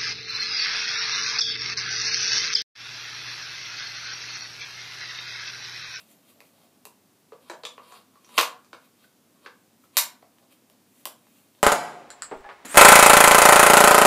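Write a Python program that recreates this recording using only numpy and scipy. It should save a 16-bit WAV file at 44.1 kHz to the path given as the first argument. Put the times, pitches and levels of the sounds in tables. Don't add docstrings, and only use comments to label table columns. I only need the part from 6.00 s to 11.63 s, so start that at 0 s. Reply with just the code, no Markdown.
import sys
import numpy as np
from scipy import signal
from scipy.fft import rfft, irfft
from scipy.io import wavfile
from scipy.ndimage import uniform_filter1d

SR = 44100
rng = np.random.default_rng(int(sys.argv[2]) if len(sys.argv) > 2 else 0)


def dump(signal):
    limited = np.clip(np.atleast_2d(signal).T, -1, 1)
    pcm = np.round(limited * 32767).astype(np.int16)
    wavfile.write(sys.argv[1], SR, pcm)


def natural_amplitude(level_db):
    exponent = np.asarray(level_db, float) / 20
    return 10 ** exponent


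N = 248266
RING_OUT = 6144

# f/Hz, level/dB, time to fall 60 dB t60/s
STOCK = [(260, -7.5, 0.05), (366, -8, 0.063), (489.7, 0, 0.12), (581, -2, 0.034), (679, -4, 0.058)]
TUBE = [(950, -6.5, .05), (1000, 0.5, 0.17), (1103.3, 3.5, 0.099), (1142, 5.5, 0.073), (1210, 0, 0.14),
        (1338, 0, 0.061), (1430, -15.5, 0.065), (1700, -10.5, 0.02)]
STEEL = [(2130, -4.1, 0.0086), (2330, -4, 0.022), (2490, 0.5, .025), (2750, 0, 0.043), (3200, 3.7, 0.036),
         (3730, 0.3, 0.033), (4240, -0.6, 0.015), (4625, -5, 0.005)]
EDGE = [(5140, 0.92, 0.013), (6130, 0.68, 0.037), (7180, 4.3, 0.054), (8120, 2.1, 0.03)]
# modes (as above), lowest f/Hz, highest f/Hz it radiates
PARTS = [
    (STOCK, 320, 800),
    (TUBE, 800, 1800),
    (STEEL, 1800, 5000),
    (EDGE, 5000, 10000),
    ([(13000, 0, .003)], 10000, 17000),
]

# peak t/s, rise/s, fall/s, peak level/dB, brightness/dB
HAND_RUBS = [(.001, .02, 0.028, -46, -1.5), (.116, 0.1, 0.027, -57.5, 3), (.304, 0.14, 0.035, -56.5, -0.5),
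             (.45, .03, 0.074, -64, 1.5), (.634, 0.35, 0.066, -64.5, -1), (2.85, .08, 0.035, -59, -4),
             (3.044, 0.15, 0.043, -57.5, -4.5), (3.842, 0.063, 0.039, -63.5, 2),
             (4.526, .045, 0.021, -53, -2), (5.002, 0.19, 0.06, -62, 3.5), (5.38, 0.45, 0.26, -63, 1),
             (5.556, 0.022, 0.092, -65, 0)]
STOCK_DRAGS = [
    (.13, 0.29, .15, -65, 0),
    (.42, 0.33, 0.2, -67.5, 0),
    (.62, 0.24, 0.16, -64.5, 0),
    (.76, .1, 0.039, -71, 0),
    (4.43, 0.043, .04, -64.5, 0),
    (4.72, 0.054, 0.095, -64, 0.00039),
    (5.585, 0.039, 0.1, -61.5, 0.0033),
]
BARREL_SLIDES = [(1.418, .02, .1, -61, 1), (1.49, 0.054, .01, -52.5, -2), (1.835, .05, .2, -58, -4.5),
                 (1.895, .1, .1, -57, 4.5), (1.962, 0.11, .07, -48, -2.5), (2.14, .05, .15, -72.5, -8.5),
                 (2.362, 0.16, .01, -45.5, 2), (2.374, 0.015, .005, -30.5, 3.5),
                 (3.36, 0.031, .04, -67.5, -7), (3.455, 0.056, .005, -51, -2),
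                 (3.961, 0.039, .005, -47, 2.5)]
# t/s, length/s, start f/Hz, glide/(Hz per s), level/dB
SQUEAKS = [
    (0.143, .045, 12150, 8000, -71),
    (0.185, .03, 12450, -40000, -81),
    (.33, 0.078, 13000, -13000, -76),
]

# t/s, steel peak level/dB, body level/dB re steel, edge level/dB re steel, struck spot f/Hz
TICKS = [(.4045, -38, -12, -5.5, 2500), (.414, -50.5, 3, -2, 2230), (.8531, -41, 2, 10, 3980),
         (.8595, -47.5, -3, -21, 430), (4.3844, -55, 2, 0, 3200), (4.6991, -53, -3, 6.5, 3155),
         (5.0547, -26, -12.5, 8, 3200), (5.0568, -32.5, 3.5, -2, 1087), (5.0715, -39, 4.5, -10, 5000),
         (5.2683, -58.5, 7, -2, 3830), (5.5496, -55, -7, -6, 3476)]
THUDS = [
    (1.3204, -50.5, 8, -21, 1200),
    (1.3304, -51.5, 4.5, -23, 1110),
    (1.4975, -37, 3.5, 1, 1530),
    (1.512, -40.5, -2, -19, 726),
    (1.5344, -42, 1.5, -16, 1560),
    (1.6347, -37.5, 0, -7, 3900),
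    (3.4605, -35.5, -1.5, -22, 1506),
    (3.469, -44.5, -5, -22, 1150),
    (4.2243, -52.5, 2, -19, 2130),
]
CLINKS = [
    (1.6511, -28, -6, -3, 3500),
    (1.662, -56, -15, -24, 4200),
    (1.7784, -43.5, 9, -28, 2760),
    (1.9214, -48, 7.5, 2, 1570),
    (2.1554, -56, 2, -11, 1970),
    (2.2453, -47, -8, -9, 6330),
    (2.2907, -46, 0, -5.5, 2130),
    (2.6459, -55, 3.5, 1, 4400),
    (2.7302, -34.5, -2, -10.5, 1380),
    (3.8394, -61, 2.5, -5, 1279),
]
SEATING = [
    (2.378, -11, -9.5, -17.5, 3007),
    (2.3815, -8.5, -4.5, -2.5, 2750),
    (2.3875, -11.5, 6.5, -14, 3390),
    (2.3935, -17, -1, -10.5, 4234),
    (2.3996, -16, -6, -10, 3827),
    (2.407, -23, 4, -10.5, 5000),
    (2.4104, -13.5, 0, -1.5, 2600),
    (2.4304, -22, -4.5, -7.5, 2770),
]
LATCH = [
    (3.9689, -10.5, -9.5, 4, 3830),
    (3.9734, -22, -5.5, -16, 1026),
    (3.9815, -27, -37, -3, 7100),
]
# t/s, f/Hz, peak level/dB, t60/s
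RINGS = [(1.322, 487, -38, 0.027), (1.4985, 366, -40, .14), (1.4985, 1005, -34, 0.04),
         (1.499, 2280, -44, .04), (1.499, 3936, -42.5, 0.062), (1.640, 508, -40.5, 0.037),
         (1.6515, 1174, -40.5, 0.087), (1.6515, 1760, -36, 0.016), (1.6515, 3415, -30.5, .03),
         (1.6515, 4090, -38, 0.051), (1.779, 1127, -43, .04), (1.799, 1200, -51, 0.16),
         (1.922, 725, -47.5, 0.11), (2.156, 1150, -52, 0.033), (2.379, 1142, -15, .07),
         (2.379, 326, -28, .04), (2.246, 5700, -52, 0.067), (2.731, 2270, -46.5, 0.022),
         (3.461, 726, -38, 0.027), (3.9695, 1162, -21.5, 0.012), (3.9695, 660, -27.5, .02),
         (4.225, 712, -46, 0.037), (.854, 2670, -42.5, 0.017), (.868, 990, -47, 0.028),
         (3.04, 1510, -54, 0.051), (2.731, 330, -48.5, .03), (3.836, 1263, -56, .02)]

# f/Hz, t60/s, level/dB
BEDROOM = [(255, 0.27, -13), (597.3, .36, -5), (1200, 0.34, -7.5), (2500, 0.27, -7.5), (5000, 0.23, -3.5),
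           (8400, 0.21, -0.5), (14800, 0.19, -2)]
# delay t/s, level/dB
ECHOES = [(.0048, -13), (.0092, -16), (0.0144, -12.5), (0.018, -14)]
# f/Hz, level/dB per Hz
FLOOR = [(30, -29.5), (69, -36), (95, -20.5), (248, -7), (400, -16.5), (1120, -24), (1600, -27.5),
         (15200, -30.5)]
# f/Hz, rms level/dB
HUM = [(102.3, -82)]


def rms_one(x):
    return x / np.sqrt(np.mean(x ** 2) + 1e-20)


def at_hz(points, hz, column=1):
    points = np.array(points)
    return np.interp(np.log(hz), np.log(points[:, 0]), points[:, column])


def band(x, low_hz, high_hz):
    return signal.sosfilt(signal.butter(2, [low_hz, high_hz], "band", fs=SR, output="sos"), x)


def ring(force, hz, t60):
    r = natural_amplitude(-60 / (max(t60, .002) * SR))
    w = 2 * np.pi * hz / SR
    return signal.lfilter([.5, 0, -.5], [1, -2 * r * np.cos(w), r * r], force + 1e-18)


def floor():
    hz = np.maximum(np.fft.rfftfreq(N, 1 / SR), 1)
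    noise = rms_one(irfft(rfft(rng.standard_normal(N)) * natural_amplitude(at_hz(FLOOR, hz)), N))
    t = np.arange(N) / SR
    hum = sum(np.sqrt(2) * natural_amplitude(db) * np.sin(2 * np.pi * f * t) for f, db in HUM)
    return natural_amplitude(-62) * noise + hum


def slides(rows, body, body_db, steel_db, edge_db, top_hz, slips_per_s, grain_db):
    slipping = rng.random(N) < slips_per_s / SR
    size = natural_amplitude(grain_db * np.minimum(rng.exponential(1, N), 4))
    slips = slipping * size * rng.choice([-1, 1], N)
    t = np.arange(0, N + 16, 16) / SR
    strokes = []
    for s, rise, fall, db, _ in rows:
        away = np.maximum((s - t) / max(rise, .003), (t - s) / max(fall, .003))
        strokes.append(natural_amplitude(db - 25 * away))
    out = 0
    for part, low_hz, high_hz, rub, part_db, tilt in ((body, 400, 1800, .7, body_db, -1),
                                                      (STEEL, 1800, 5000, 2.6, steel_db, 0),
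                                                      (EDGE, 5000, top_hz, 5.5, edge_db, 1)):
        rings = rms_one(sum(natural_amplitude(db) * ring(slips, hz, t60) for hz, db, t60 in part))
        rubbing = rms_one(band(slips, low_hz, high_hz))
        sound = rms_one(band(rings, low_hz, high_hz) + rub * rubbing)
        swell = sum(natural_amplitude(part_db + tilt * row[4]) * stroke for row, stroke in zip(rows, strokes))
        out = out + sound * np.interp(np.arange(N) / SR, t, swell)
    return out


def hand_rubs():
    return slides(HAND_RUBS, STOCK[2:] + TUBE[3:], body_db=-11, steel_db=-4.5, edge_db=-3.5,
                  top_hz=17000, slips_per_s=9900, grain_db=4.0)


def stock_drags():
    return slides(STOCK_DRAGS, STOCK[3:], body_db=-1.5, steel_db=-8, edge_db=-30,
                  top_hz=9000, slips_per_s=3000, grain_db=6)


def squeaks():
    t, out = np.arange(N) / SR, 0
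    for s, length, hz, glide, db in SQUEAKS:
        since = np.clip(t - s, 0, length)
        gate = np.clip(np.minimum(since, length - since) / .008, 0, 1)
        cycles = hz * since + glide * since ** 2 / 2
        out = out + np.sqrt(2) * gate * natural_amplitude(db) * np.sin(2 * np.pi * cycles)
    return out


def flurry(ms):
    fall = 3000 * np.arange(RING_OUT) / SR / max(ms, .2)
    burst = rfft(rng.standard_normal(RING_OUT) * np.sqrt(fall) * np.exp(-fall))
    flat = irfft(burst / (uniform_filter1d(np.abs(burst), size=18) + 1e-9))
    return flat * np.exp(-fall / 4)


def contacts(rows, ms, damping, crack, spot_db, spot_cycles, top_db, stock_db, stock_follows):
    out = np.zeros(N + RING_OUT)
    for s, steel_db, body, edge, spot_hz in rows:
        force, hit = flurry(ms), 0
        levels_db = (stock_db + stock_follows * body, body, 0, edge, edge + top_db)
        for (part, low_hz, high_hz), part_db in zip(PARTS, levels_db):
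            grip = rng.standard_normal((len(part), 2))
            rings = 0
            for (hz, db, t60), (a, b) in zip(part, grip):
                rings = rings + natural_amplitude(db + 3 * a) * ring(force, hz * (1 + .01 * b), t60 * damping)
            broad = crack * min(low_hz / 1800, 1) * rms_one(band(force, low_hz, high_hz))
            voice = band(rms_one(rings), low_hz, high_hz) + broad
            voice = band(voice, .8 * low_hz, 1.2 * high_hz)
            hit = hit + natural_amplitude(part_db) * voice / np.max(np.abs(voice))
        spot = band(ring(force, spot_hz, spot_cycles / spot_hz), 0.47 * spot_hz, 1.23 * spot_hz)
        hit = hit + natural_amplitude(spot_db) * spot / np.max(np.abs(spot))
        out[round(s * SR):][:RING_OUT] += natural_amplitude(steel_db - 2.0) * hit
    return out[:N]


def light_ticks():
    return contacts(TICKS, ms=0.6, damping=.2, crack=4.4, spot_db=1.0, spot_cycles=13.5,
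                    top_db=1.5, stock_db=-3.0, stock_follows=0.54)


def case_echo(ticks):
    return natural_amplitude(-7) * np.roll(ticks, round(.00105 * SR))


def loose_rings():
    out = np.zeros(N + RING_OUT)
    for s, hz, db, t60 in RINGS:
        force = flurry(4.6)
        pair = ring(force, hz, t60) + 0.22 * ring(force, 0.94 * hz, t60)
        pair = band(pair, .8 * hz, 1.25 * hz)
        out[round(s * SR):][:RING_OUT] += natural_amplitude(db) * pair / np.max(np.abs(pair))
    return out[:N]


def dull_thuds():
    return contacts(THUDS, ms=6.3, damping=0.29, crack=0.8, spot_db=2.5, spot_cycles=15.0,
                    top_db=-16, stock_db=2.0, stock_follows=0.93)


def barrel_slides():
    return slides(BARREL_SLIDES, STOCK[2:] + TUBE, body_db=-6, steel_db=-5.5, edge_db=-10.5,
                  top_hz=12000, slips_per_s=5400, grain_db=3.5)


def metal_clinks():
    return contacts(CLINKS, ms=3.9, damping=0.29, crack=.7, spot_db=-1.0, spot_cycles=15.0,
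                    top_db=-15, stock_db=-7.5, stock_follows=1.1)


def butt():
    push = np.zeros(N)
    push[round(SEATING[0][0] * SR)] = natural_amplitude(-36.5)
    return band(2 * ring(push, 243, 0.033), 150, 400)


def barrel_seating():
    return contacts(SEATING, ms=5.2, damping=0.5, crack=1.4, spot_db=-2.0, spot_cycles=12.0,
                    top_db=-5, stock_db=-12.5, stock_follows=-0.091) + butt()


def latch_snap():
    return contacts(LATCH, ms=3.2, damping=0.07, crack=1.3, spot_db=-7.5, spot_cycles=13.6,
                    top_db=0.0, stock_db=-38, stock_follows=-0.104)


def bedroom(x):
    t = np.arange(SR // 2) / SR
    edges = 220 * 2 ** np.arange(0, 6.4, 1 / 3)
    white, tail = rng.standard_normal((2, len(t))), 0
    for k, (low, high) in enumerate(zip(edges, edges[1:])):
        hz = np.sqrt(low * high)
        decay_db = at_hz(BEDROOM, hz, column=2) - 60 * t / at_hz(BEDROOM, hz)
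        tail = tail + band(white[k % 2], low, high) * natural_amplitude(decay_db)
    modes = rfft(tail, SR)
    power = np.abs(modes) ** 2 + 1e-12
    evening = np.sqrt(uniform_filter1d(power, size=400) / uniform_filter1d(power, size=70))
    tail = irfft(modes * evening)[:len(t)]
    tail = natural_amplitude(-26) * tail * (1 - np.exp(-(t / 0.0044) ** 2))
    for s, db in ECHOES:
        tail[round(s * SR)] += natural_amplitude(db)
    return signal.fftconvolve(x, tail)[:N]


def scene():
    background = floor()
    moving = hand_rubs() + stock_drags() + squeaks() + loose_rings() + barrel_slides()
    ticks, thuds, clinks = light_ticks(), dull_thuds(), metal_clinks()
    seating, latch = barrel_seating(), latch_snap()
    to_room = natural_amplitude(-0.5) * ticks + natural_amplitude(1.9) * thuds + natural_amplitude(3.0) * clinks
    to_room = to_room + natural_amplitude(-0.54) * seating + natural_amplitude(6.5) * latch + moving
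    direct = ticks + case_echo(ticks) + thuds + clinks + seating + latch + moving
    return (direct + bedroom(to_room) + background)[None]


def top_cut(x):
    return signal.sosfilt(signal.butter(12, 16620, fs=SR, output="sos"), x)


def record(dry):
    rounded = 1.5 * np.tanh(dry / 1.5)
    thin = signal.sosfilt(signal.butter(2, 45, "high", fs=SR, output="sos"), rounded)
    cut = signal.sosfilt(signal.cheby2(12, 24, 15500, fs=SR, output="sos"), thin)
    return top_cut(cut)


dry = scene()
out = record(dry)
dump(out)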